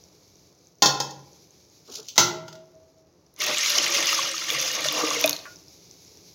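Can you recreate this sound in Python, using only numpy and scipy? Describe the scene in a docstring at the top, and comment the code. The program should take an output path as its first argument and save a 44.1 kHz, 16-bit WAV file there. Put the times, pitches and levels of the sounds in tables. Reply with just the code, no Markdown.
"""Foam ticks over a low room hum in a kitchen, then a steel ladle clanks on a steel pot of soaking lentils.
A steel jug scrapes over the counter and is knocked down; its water is poured into the pot.
Metal is a set of decaying sine modes plus a noise clatter; the scrape is shaped noise and tiny grains.
The pour is shaped noise, damped-sine bubbles and noise bursts, with the pot wall humming along.
One last drip falls, and the foam ticks on."""
import sys
import numpy as np
from scipy import signal
from scipy.fft import rfft, irfft, next_fast_len
from scipy.io import wavfile
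from scipy.ndimage import uniform_filter1d, map_coordinates

SR = 44100
rng = np.random.default_rng(int(sys.argv[2]) if len(sys.argv) > 2 else 0)


def wav_out(sig):
    """Save sig, one row per channel (or a flat mono array), as 16-bit PCM at SR to the path in sys.argv[1]."""
    wavfile.write(sys.argv[1], SR, np.round(np.clip(np.atleast_2d(sig).T, -1, 1) * 32767).astype(np.int16))


def convert_level_to_amplitude(level_db):
    """Map a level in decibels to its linear amplitude factor."""
    exponent = np.asarray(level_db, float) / 20
    return 10 ** exponent


N = 279594  # length [samples]

# Foam and room over time: (time [s], foam level [dB], hum level [dB])
FOAM_AND_HUM = [(0, -59.5, -59.5), (.8, -64.5, -62.5), (1.3, -58.5, -59), (1.8, -61, -61.5),
                (2.7, -67.5, -60), (3.3, -70.5, -62), (5.4, -51, -56), (5.7, -55.5, -58), (6.34, -55, -59)]
# Colour of the foam: (frequency [Hz], density [dB/Hz])
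FOAM_COLOUR = [(880, -47.5), (1500, -24.5), (1900, -19), (2290, -9), (2470, -13), (3100, -14.5),
               (3730, -7.5), (4910, -2.5), (5970, -1), (6650, -3.5), (8330, -29.5), (10900, -16),
               (15600, -19)]
# Individually placed foam cells bursting: (time [s], level [dB], pitch [Hz])
FOAM_POPS = [(.6709, -37.5, 6190), (5.5587, -31, 5740), (5.6824, -34, 5280), (6.0491, -37, 6070)]
# Colour of the room hum: (frequency [Hz], density [dB/Hz])
HUM_COLOUR = [(13, -43), (22, -42.5), (76, 1.5), (109, -1.5), (179, 2.5), (216, -9.5), (288, -1.5),
              (319, -1), (408, -1), (838, -13), (1240, -17.5), (1430, -21.5), (3000, -28.5), (3900, -41.5),
              (6600, -120)]
# Kitchen reverb: (frequency [Hz], decay t60 [s])
KITCHEN_DECAY = [(150, 0.89), (1000, 0.57), (5000, 0.36), (12000, 0.3)]
# Partials of the last drip: (time [s], frequency [Hz], level [dB], decay t60 [s])
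DRIP_PARTIALS = [(5.4545, 1150, -37, .06), (5.4545, 1440, -41, .22), (5.4545, 1750, -50, .05),
                 (5.4545, 2450, -43, .03), (5.505, 1440, -45, .1)]
# Jug sliding on the counter: (time [s], scrape level [dB], rumble level [dB])
DRAG_LEVELS = [(1.85, -60, -84), (1.89, -52, -46.5), (1.96, -34.5, -51.5), (1.986, -41.5, -43.5),
               (2.022, -52.5, -52.5), (2.074, -52.5, -65), (2.082, -45.5, -54)]
# Colour of the scrape: (frequency [Hz], density [dB/Hz])
SCRAPE_COLOUR = [(1290, -49), (2200, -15.5), (3200, -5.5), (5220, 1.5), (7150, -0.5), (7840, -32.5),
                 (8510, -19), (15100, -17.5), (16000, -17)]
# Colour of the sliding jug's body: (frequency [Hz], density [dB/Hz])
JUG_BODY_COLOUR = [(220, 2.5), (350, -3), (430, 7.5), (520, -1.5), (1000, -12), (1400, -10), (1800, -24)]
# Ladle on pot: (time [s], level [dB], share reaching the low modes [dB], clatter t60 [s])
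LADLE_BLOWS = [(.822, 1, 3.5, 0.11), (.858, -2, 1, 0.086), (.887, -15, 6.5, 0.059), (1.0018, -9, 3, 0.064),
               (1.108, -27, -11, 0.038)]
# Ringing modes of the pot: (frequency [Hz])
POT_MODE_HZ = [139, 311, 600, 763, 809, 910, 1037, 1346, 1416, 1637, 1846, 2616, 3218, 3521, 3607, 3962,
               4368, 4549, 4880, 5040, 5444, 5841, 5950, 6148, 6535, 6794, 6960]
# The same modes: (level [dB], free decay t60 [s])
POT_MODES = [(-11.5, 0.65), (-8.5, .15), (-16, .2), (-19, 0.21), (5.5, 0.089), (-17, 0.29), (1.5, 0.3),
             (-9, .4), (-3.5, 0.83), (-16, 0.76), (-9, 0.17), (-2.5, 0.36), (-4, 0.2), (-5.5, .35),
             (-8, .3), (-15, .4), (-2, .16), (-5.5, .25), (-16.5, 0.27), (-14.5, .4), (-2, 0.58), (-17, .3),
             (-2.5, .25), (-17.5, .3), (-4.5, .2), (-12.5, .2), (-10.5, .25)]
# Dense pot modes under a blow: (frequency [Hz], density [dB/Hz])
POT_CLATTER = [(47, -54.5), (80, -20), (573, -10.5), (684, -25.5), (798, -4), (891, -17.5), (1040, -3.5),
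               (1190, -32.5), (1810, -22), (2360, -30), (3510, -15), (5230, -10), (6670, -11), (8140, -39),
               (15800, -30)]
# Jug on counter: (time [s], level [dB], share reaching the low modes [dB], clatter t60 [s])
JUG_KNOCKS = [(1.877, -42.5, -5, .04), (2.056, -44, -13.5, 0.053), (2.0851, -24.5, -29, 0.09),
              (2.158, -26.5, -11.5, 0.051), (2.1648, -28, -2, 0.076), (2.1791, -2, -2.5, 0.16),
              (2.4809, -32.5, 3, 0.053), (2.5276, -35.5, 0, 0.045), (2.553, -41.5, 3, .05)]
# Ringing modes of the jug: (frequency [Hz])
JUG_MODE_HZ = [118, 156, 350, 362, 639, 644, 904, 1340, 1396, 2019, 2068, 2830, 2993, 3429, 3661, 3989,
               4517, 4705, 4926, 5071, 5390, 5577, 5868, 6126, 6234, 6508, 7262]
# The same modes: (level [dB], free decay t60 [s])
JUG_MODES = [(1.5, 0.24), (-7.5, 0.68), (-10, 0.56), (-11, 0.8), (-21, 1.68), (-22, 1.8), (-7.5, 0.17),
             (2.5, 0.4), (3.5, 0.38), (-9.5, 0.4), (-6.5, .3), (-9.5, 0.11), (-15.5, 0.17), (-12, 0.28),
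             (-14.5, .24), (-14, 0.45), (-11, .4), (-14, .4), (-4, 0.068), (-12, .3), (-15.5, 0.26),
             (-20.5, 0.22), (-7.5, 0.15), (0, 0.72), (-17, 0.63), (-10, 0.24), (-33.5, 0.13)]
# Dense jug modes under a blow: (frequency [Hz], density [dB/Hz])
JUG_RATTLE = [(47, -50.5), (88, -27), (127, -3.5), (654, -10), (891, -3.5), (1190, -13.5), (1390, -4.5),
              (1730, -23), (2020, -9.5), (2410, -21), (2750, -12.5), (5230, -7.5), (6520, -8.5),
              (8890, -37), (15800, -24)]
# Low modes of the pot wall, drifting as the water loads it:
# (frequency as the stream lands [Hz], width [Hz], level [dB], drift [Hz/s], growth [dB/s])
WALL_MODES = [(143, 21, -28.5, -0.5, 6), (365, 15.7, -12, -38, -2), (608, 16, -9.5, -72, -1)]
# The stream: (time [s], splash level [dB], gurgle level [dB])
POUR_LEVELS = [(3.33, -100, -89), (3.41, -26, -47), (3.5, -26, -36), (3.66, -24, -52), (3.72, -24.5, -40),
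               (4.14, -24.5, -36), (4.22, -26, -41.5), (4.34, -31, -52.5), (4.47, -32.5, -54.5),
               (4.52, -27, -36.5), (4.7, -29.5, -39.5), (4.94, -28, -35), (5.05, -28, -31),
               (5.22, -28.5, -37), (5.26, -32.5, -29), (5.33, -47, -44.5), (5.46, -53, -75)]
# Colour of the splash: (frequency [Hz], density [dB/Hz])
SPLASH_COLOUR = [(530, -34.5), (900, -16), (1130, -11.5), (1510, -7), (2140, -9), (4520, -2), (6110, 3),
                 (6560, 2), (8050, -25.5), (8870, -22.5), (11400, -14), (13400, -25), (15200, -16),
                 (16000, -25.5)]
# Colour of the gurgle: (frequency [Hz], density [dB/Hz])
GURGLE_COLOUR = [(53, -38), (90, -25), (201, -10), (309, -0.5), (390, -11), (583, 2), (796, -6.5),
                 (1130, -9), (2000, -17), (2600, -29), (4400, -120)]
# Resonances of the filling pot: (frequency [Hz], width [Hz], level [dB])
POT_RESONANCES = [(454, 18, -4), (1184, 130, 2.5), (2075, 290, -6), (2790, 110, -6.5), (3400, 120, -16.5)]
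# Individually placed splashes: (time [s], level [dB], pitch [Hz])
SPLASH_DROPS = [(3.3632, -40.5, 6300), (3.4037, -16.5, 6230), (3.6606, -13, 4030), (3.7795, -12, 5800),
                (3.7828, -6, 5100), (3.786, -9.5, 3030), (3.9509, -16.5, 5000), (3.9719, -10, 5500),
                (4.0706, -9.5, 5940), (4.5027, -11, 3400), (4.6019, -13, 5900), (4.8858, -10.5, 3560),
                (5.1048, -11.5, 6480), (5.2407, -8.5, 3570), (5.241, -8.5, 2492), (5.2769, -11.5, 3740),
                (5.2944, -8.5, 6170), (5.3085, -18.5, 5540), (5.3298, -12.5, 4350), (5.3645, -22, 4220),
                (5.39, -28.5, 4600)]
# Individually placed large bubbles: (time [s], level [dB], pitch [Hz])
LARGE_BUBBLES = [(3.503, -40, 584), (4.128, -15.5, 1250), (4.19, -14.5, 1090), (4.855, -21, 604),
                 (4.549, -24.5, 1160), (4.938, -26, 642), (5.011, -18, 1157), (5.166, -24, 463),
                 (5.034, -17.5, 458), (5.034, -17, 307.5), (5.11, -16.5, 1144), (5.243, -21.5, 292),
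                 (5.244, -8, 629)]
# Individually placed spray bursts: (time [s], level [dB])
SPRAY_BURSTS = [(3.3401, -45), (3.3898, -31), (3.4177, -23), (3.7048, -21), (4.1305, -19.5),
                (4.5103, -23.5), (5.2123, -18), (5.2599, -11.5), (5.2946, -10.5)]
# Colour of a drop bursting: (frequency [Hz], density [dB/Hz])
BURST_COLOUR = [(2500, -42), (3800, -5), (6300, -5.5), (8000, -19.5), (11000, 1), (15000, 2), (16400, -10)]

STREAM_START_S, STREAM_END_S = 3.41, 5.24  # random splashes and bubbles lie between these


def unit(x):
    """Scale to rms 1."""
    return x / np.sqrt(np.mean(x ** 2) + 1e-20)


def along(points, hz):
    """Read (frequency, value) points on a log frequency axis."""
    f, value = np.transpose(points)
    return np.interp(np.log(hz + 1), np.log(f + 1), value)


def gains(rows):
    """One gain per sample for each dB column; -120 dB outside the table."""
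    s, *columns = np.transpose(rows)
    t = np.arange(N) / SR
    return [convert_level_to_amplitude(np.interp(t, s, db, left=-120, right=-120)) for db in columns]


def wobble(rate):
    """A smooth random curve, rate knots a second."""
    knots = rng.standard_normal(int(N * rate / SR) + 4)
    return map_coordinates(knots, [np.arange(N) * rate / SR])


def filtered(x, response):
    """Filter x by a complex response of frequency."""
    m = next_fast_len(len(x) + SR // 4)
    return irfft(rfft(x, m) * response(np.fft.rfftfreq(m, 1 / SR)), m)[:len(x)]


def coloured(x, spectrum):
    """Shape x by a spectrum, rms 1."""
    return unit(filtered(x, lambda hz: convert_level_to_amplitude(along(spectrum, hz))))


def patchy(x, depth_db):
    """Random gain in time-frequency patches of about 700 Hz by 25 ms."""
    z = signal.stft(x, nperseg=256)[2]
    field = uniform_filter1d(rng.standard_normal(z.shape), size=4, axis=0)
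    field = uniform_filter1d(field, size=8, axis=1)
    return signal.istft(z * convert_level_to_amplitude(depth_db * unit(field)), nperseg=256)[1][:N]


def kitchen_tail():
    """One second of reverb: noise whose frequencies die at their own speeds, energy 1."""
    hz, t, z = signal.stft(rng.standard_normal(SR), SR, nperseg=256)
    decay = convert_level_to_amplitude(-60 * t / along(KITCHEN_DECAY, hz)[:, None])
    tail = signal.istft(z * decay, SR, nperseg=256)[1][:SR]
    return tail / np.linalg.norm(tail)


def bubbles(s, gain, hz, cycles, rise):
    """Damped sines with a climbing pitch, as of bubbles nearing the surface."""
    k = np.arange(int(4 * cycles * SR / np.min(hz)))[None]
    u = k * hz[:, None] / (SR * cycles)  # age in decay times
    envelope = gain[:, None] * np.exp(-u) * (1 - np.exp(-8 * u))
    wave = envelope * np.sin(2 * np.pi * cycles * (u + rise * u * u / 2))
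    place = (s * SR).astype(int)[:, None] + k
    return np.bincount(place.ravel(), wave.ravel(), 2 * N)[:N]


def swarm(count, hz, spread, cycles, scatter_db):
    """Damped sines at random times, pitches log-normal and levels uneven; rms 1."""
    s = rng.random(count) * N / SR
    pitch = hz * np.exp(spread * np.clip(rng.standard_normal(count), -2, 2))
    gain = convert_level_to_amplitude(scatter_db * np.minimum(rng.exponential(1, count), 3.5))
    return unit(bubbles(s, gain, pitch, cycles, rise=0.0039))


def bursts(s, db, t60, spectrum):
    """A short decaying puff of fresh noise at each time."""
    k = np.arange(600)
    puff = rng.standard_normal((len(s), len(k))) * convert_level_to_amplitude(db[:, None] - 60 * k / SR / t60)
    place = (s * SR).astype(int)[:, None] + k
    train = np.bincount(place.ravel(), puff.ravel(), N)
    return filtered(train, lambda f: convert_level_to_amplitude(along(spectrum, f)))


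def with_random(rows, count, span, level, over_db, hz=None, spread=0):
    """Columns of the placed events, joined by random ones whose size follows a level."""
    u, z = rng.random(count), np.clip(rng.standard_normal((count, 2)), -2, 2)
    s = span[0] + (span[1] - span[0]) * (np.arange(count) + u) / count
    db = 20 * np.log10(level[(s * SR).astype(int)]) + over_db + 5.5 * z[:, 0]
    more = [s, db]
    if hz:
        more.append(hz * np.exp(spread * z[:, 1]))
    return np.hstack([np.transpose(rows), more])


def stillness():
    """Foam cells burst with tiny ticks; the room hums below."""
    foam, hum = gains(FOAM_AND_HUM)
    tick_gain = convert_level_to_amplitude(5 * rng.exponential(1, N).clip(0, 3))
    ticks = np.where(rng.random(N) < 250 / SR, tick_gain, 0)  # about 250 a second
    fizz = coloured(rng.standard_normal(N) * convert_level_to_amplitude(1.9 * wobble(25)), FOAM_COLOUR)
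    fizz = fizz + .35 * coloured(ticks, FOAM_COLOUR)
    s, db, hz = with_random(FOAM_POPS, count=90, span=(0, N / SR - .1), level=foam,
                            over_db=14.5, hz=5900, spread=.08)
    pops = bubbles(s, convert_level_to_amplitude(db), hz, cycles=6, rise=.01)
    room = hum * convert_level_to_amplitude(0.88 * wobble(7.1)) * coloured(rng.standard_normal(N), HUM_COLOUR)
    return foam * fizz + pops + room


def drip():
    """A last drop from the lip falls into the pot: decaying sines and a noise plop."""
    s, hz, db, t60 = np.transpose(DRIP_PARTIALS)[:, :, None]
    t = np.maximum(np.arange(N) / SR - s, 0)
    partials = convert_level_to_amplitude(db - 60 * t / t60) * np.sin(2 * np.pi * hz * t)
    dry = np.sum(partials, 0) * convert_level_to_amplitude(3 * wobble(90))
    plop_colour = [(700, -44), (1100, 0), (1600, 3.0), (2600, -6.5), (5000, -27)]  # (Hz, dB/Hz)
    plop = coloured(rng.standard_normal(N), plop_colour)
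    dry = dry + plop * (t[0] > 0) * convert_level_to_amplitude(-39 - 60 * t[0] / 0.12)
    return dry + convert_level_to_amplitude(-15) * signal.fftconvolve(dry, kitchen_tail())[:N]


def drag():
    """The jug's foot grinds over the counter in fine uneven grit."""
    scrape, rumble = gains(DRAG_LEVELS)
    fine_slips = rng.standard_normal(N) * convert_level_to_amplitude(3 * wobble(190))
    slow_slips = rng.standard_normal(N) * convert_level_to_amplitude(3 * wobble(37))
    grit = swarm(count=2500, hz=5000, spread=0.14, cycles=8, scatter_db=-3.0)
    grind = unit(coloured(fine_slips, SCRAPE_COLOUR) + 0.29 * grit)
    body = coloured(slow_slips, [(100, -63)] + JUG_BODY_COLOUR + [(3000, -120)])
    return scrape * grind + rumble * body


def struck(blows, mode_hz, modes, dense, ring_db, clatter_db, wet_db, slosh_db):
    """Each blow rings the modes at new strengths over a short clatter; the kitchen answers."""
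    out, t, hz = np.zeros(N + 2 * SR), np.arange(SR) / SR, np.array(mode_hz)[:, None]
    level, t60 = np.transpose(modes)[:, :, None]
    # the low modes take a moment to build up
    swell = 1 - np.exp(-t / np.where(hz < 2800, .012, .0004))
    for s, db, low_db, clatter_t60 in blows:
        tilt = lambda f: np.interp(f, [1900, 2300], [low_db, 0])
        strength = level + ring_db + tilt(hz) + 0.28 * rng.standard_normal(hz.shape)
        # a lingering contact damps the upper modes
        held = np.where(hz > 1000, np.minimum(t60, 1.4 * clatter_t60), t60)
        # moving water makes each ring waver
        slosh = slosh_db * signal.resample(rng.standard_normal((len(hz), 40)), SR, axis=1)
        envelope = convert_level_to_amplitude(strength + slosh - 60 * t / held) * swell
        ring = np.sum(envelope * np.sin(2 * np.pi * hz * t), 0)
        hiss = filtered(coloured(rng.standard_normal(SR), dense), lambda f: convert_level_to_amplitude(tilt(f)))
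        crack = filtered(hiss, lambda f: f / (f + 2500)) * convert_level_to_amplitude(-60 * t / 0.033)
        clatter = hiss * convert_level_to_amplitude(-60 * t / clatter_t60) + 0.53 * crack
        dry = ring + convert_level_to_amplitude(clatter_db) * clatter
        late_tail = np.pad(kitchen_tail(), (250, 0))  # pre-delay [samples]
        wet = signal.fftconvolve(dry, late_tail)[:SR]
        fade = np.minimum(1, 10 - 10 * t)
        out[round(s * SR):][:SR] += convert_level_to_amplitude(db) * (dry + convert_level_to_amplitude(wet_db) * wet) * fade
    return out[:N]


def jug_knocks():
    """The steel jug knocks down on the counter, its ring wavering with the water inside."""
    return struck(JUG_KNOCKS, JUG_MODE_HZ, JUG_MODES, JUG_RATTLE,
                  ring_db=-16.5, clatter_db=-7, wet_db=-5.0, slosh_db=3.5)


def ladle_clanks():
    """The steel ladle sets the modes of the pot ringing."""
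    return struck(LADLE_BLOWS, POT_MODE_HZ, POT_MODES, POT_CLATTER,
                  ring_db=-18.5, clatter_db=-12.5, wet_db=-5.0, slosh_db=1.0)


def wall_mode(centre_hz, width_hz, drift):
    """A drifting narrow band: two slow noises on a sine and a cosine, rms 1."""
    t = np.arange(N) / SR - STREAM_START_S
    phase = 2 * np.pi * (centre_hz * t + drift * t * t / 2)
    lowpass = lambda f: 1 / (1 + (2 * f / width_hz) ** 2)
    slow = [filtered(rng.standard_normal(N), lowpass) for _ in range(2)]
    return unit(slow[0] * np.sin(phase) + slow[1] * np.cos(phase))


def wall():
    """The turbulent flow keeps the pot's low modes humming, each wavering on its own."""
    gurgle, t = gains(POUR_LEVELS)[1], np.arange(N) / SR - STREAM_START_S
    # the wall takes on 0.62 of the gurgle's swing in dB, and fades out with the faintest flow
    drive = gurgle.max() * (gurgle / gurgle.max()) ** .62
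    drive = drive * np.minimum(1, gurgle / 2e-3)
    hum = np.zeros(N)
    for hz, width_hz, db, drift, grow_db in WALL_MODES:
        hum += convert_level_to_amplitude(db + grow_db * t + 3.6 * wobble(7.8)) * wall_mode(hz, width_hz, drift)
    return drive * hum


def pot_response(f):
    """A direct path plus the resonances of the filling pot."""
    response = 0.64
    for centre, width, db in POT_RESONANCES:
        band = 1j * f * width
        response = response + convert_level_to_amplitude(db) * band / (centre ** 2 - f * f + band)
    return response


def pour():
    """The stream tears into spray and drags air under; the pot's resonances colour both."""
    splash, gurgle = gains(POUR_LEVELS)
    span = STREAM_START_S, STREAM_END_S

    flutter = convert_level_to_amplitude(1.9 * wobble(35) + 2.4 * wobble(150))
    spray = coloured(patchy(rng.standard_normal(N) * flutter, depth_db=2.5), SPLASH_COLOUR)
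    spray = spray + .5 * swarm(count=9000, hz=4140, spread=.3, cycles=2.1, scatter_db=6.0)
    spray = spray + 0.53 * swarm(count=4500, hz=3604, spread=.34, cycles=10.6, scatter_db=1.0)
    churn = coloured(rng.standard_normal(N) * convert_level_to_amplitude(3.8 * wobble(18)), GURGLE_COLOUR)
    churn = churn + 0.28 * swarm(count=600, hz=744.5, spread=.4, cycles=6.0, scatter_db=8.0)
    flow = splash * unit(filtered(spray, pot_response))
    flow = flow + gurgle * unit(filtered(churn, pot_response))

    s, db, hz = with_random(SPLASH_DROPS, count=22, span=span, level=splash,
                            over_db=8, hz=4530, spread=.35)
    drops = bubbles(s, convert_level_to_amplitude(db), hz, cycles=8, rise=.004)
    crowns = bursts(s, db, 0.012, SPLASH_COLOUR)  # the crown of each splash
    s, db = with_random(SPRAY_BURSTS, count=36, span=span, level=splash, over_db=-1.5)
    snaps = bursts(s, db, .011, BURST_COLOUR)
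    s, db, hz = with_random(LARGE_BUBBLES, count=24, span=span, level=splash,
                            over_db=-1.5, hz=1170, spread=.09)
    glugs = bubbles(s, convert_level_to_amplitude(db), hz, cycles=6.1, rise=0.0069)

    dry = flow + drops + crowns + snaps + glugs
    to_room = dry - .6 * glugs  # bubbles deep in the pot reach the walls less
    return dry + convert_level_to_amplitude(-10) * signal.fftconvolve(to_room, kitchen_tail())[:N]


def scene():
    """All sources at one microphone; the small vessels radiate little deep bass."""
    vessels = ladle_clanks() + jug_knocks() + drag() + pour() + drip()
    near = filtered(vessels, lambda hz: (1j * hz / (105 + 1j * hz)) ** 4)
    return (near + wall() + stillness())[None]


def low_pass(x):
    """Removes everything above the highest recorded frequency."""
    return signal.sosfilt(signal.butter(12, 16970, fs=SR, output="sos"), x)


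def record(dry):
    """The loudest peaks are softly limited and the treble is cut above 15.9 kHz."""
    soft = dry[0] / (1 + np.abs(dry[0] / 0.88) ** 6) ** (1 / 6)
    mix = filtered(soft, lambda hz: hz < 15900)[None]
    return low_pass(mix)


dry = scene()
out = record(dry)
wav_out(out)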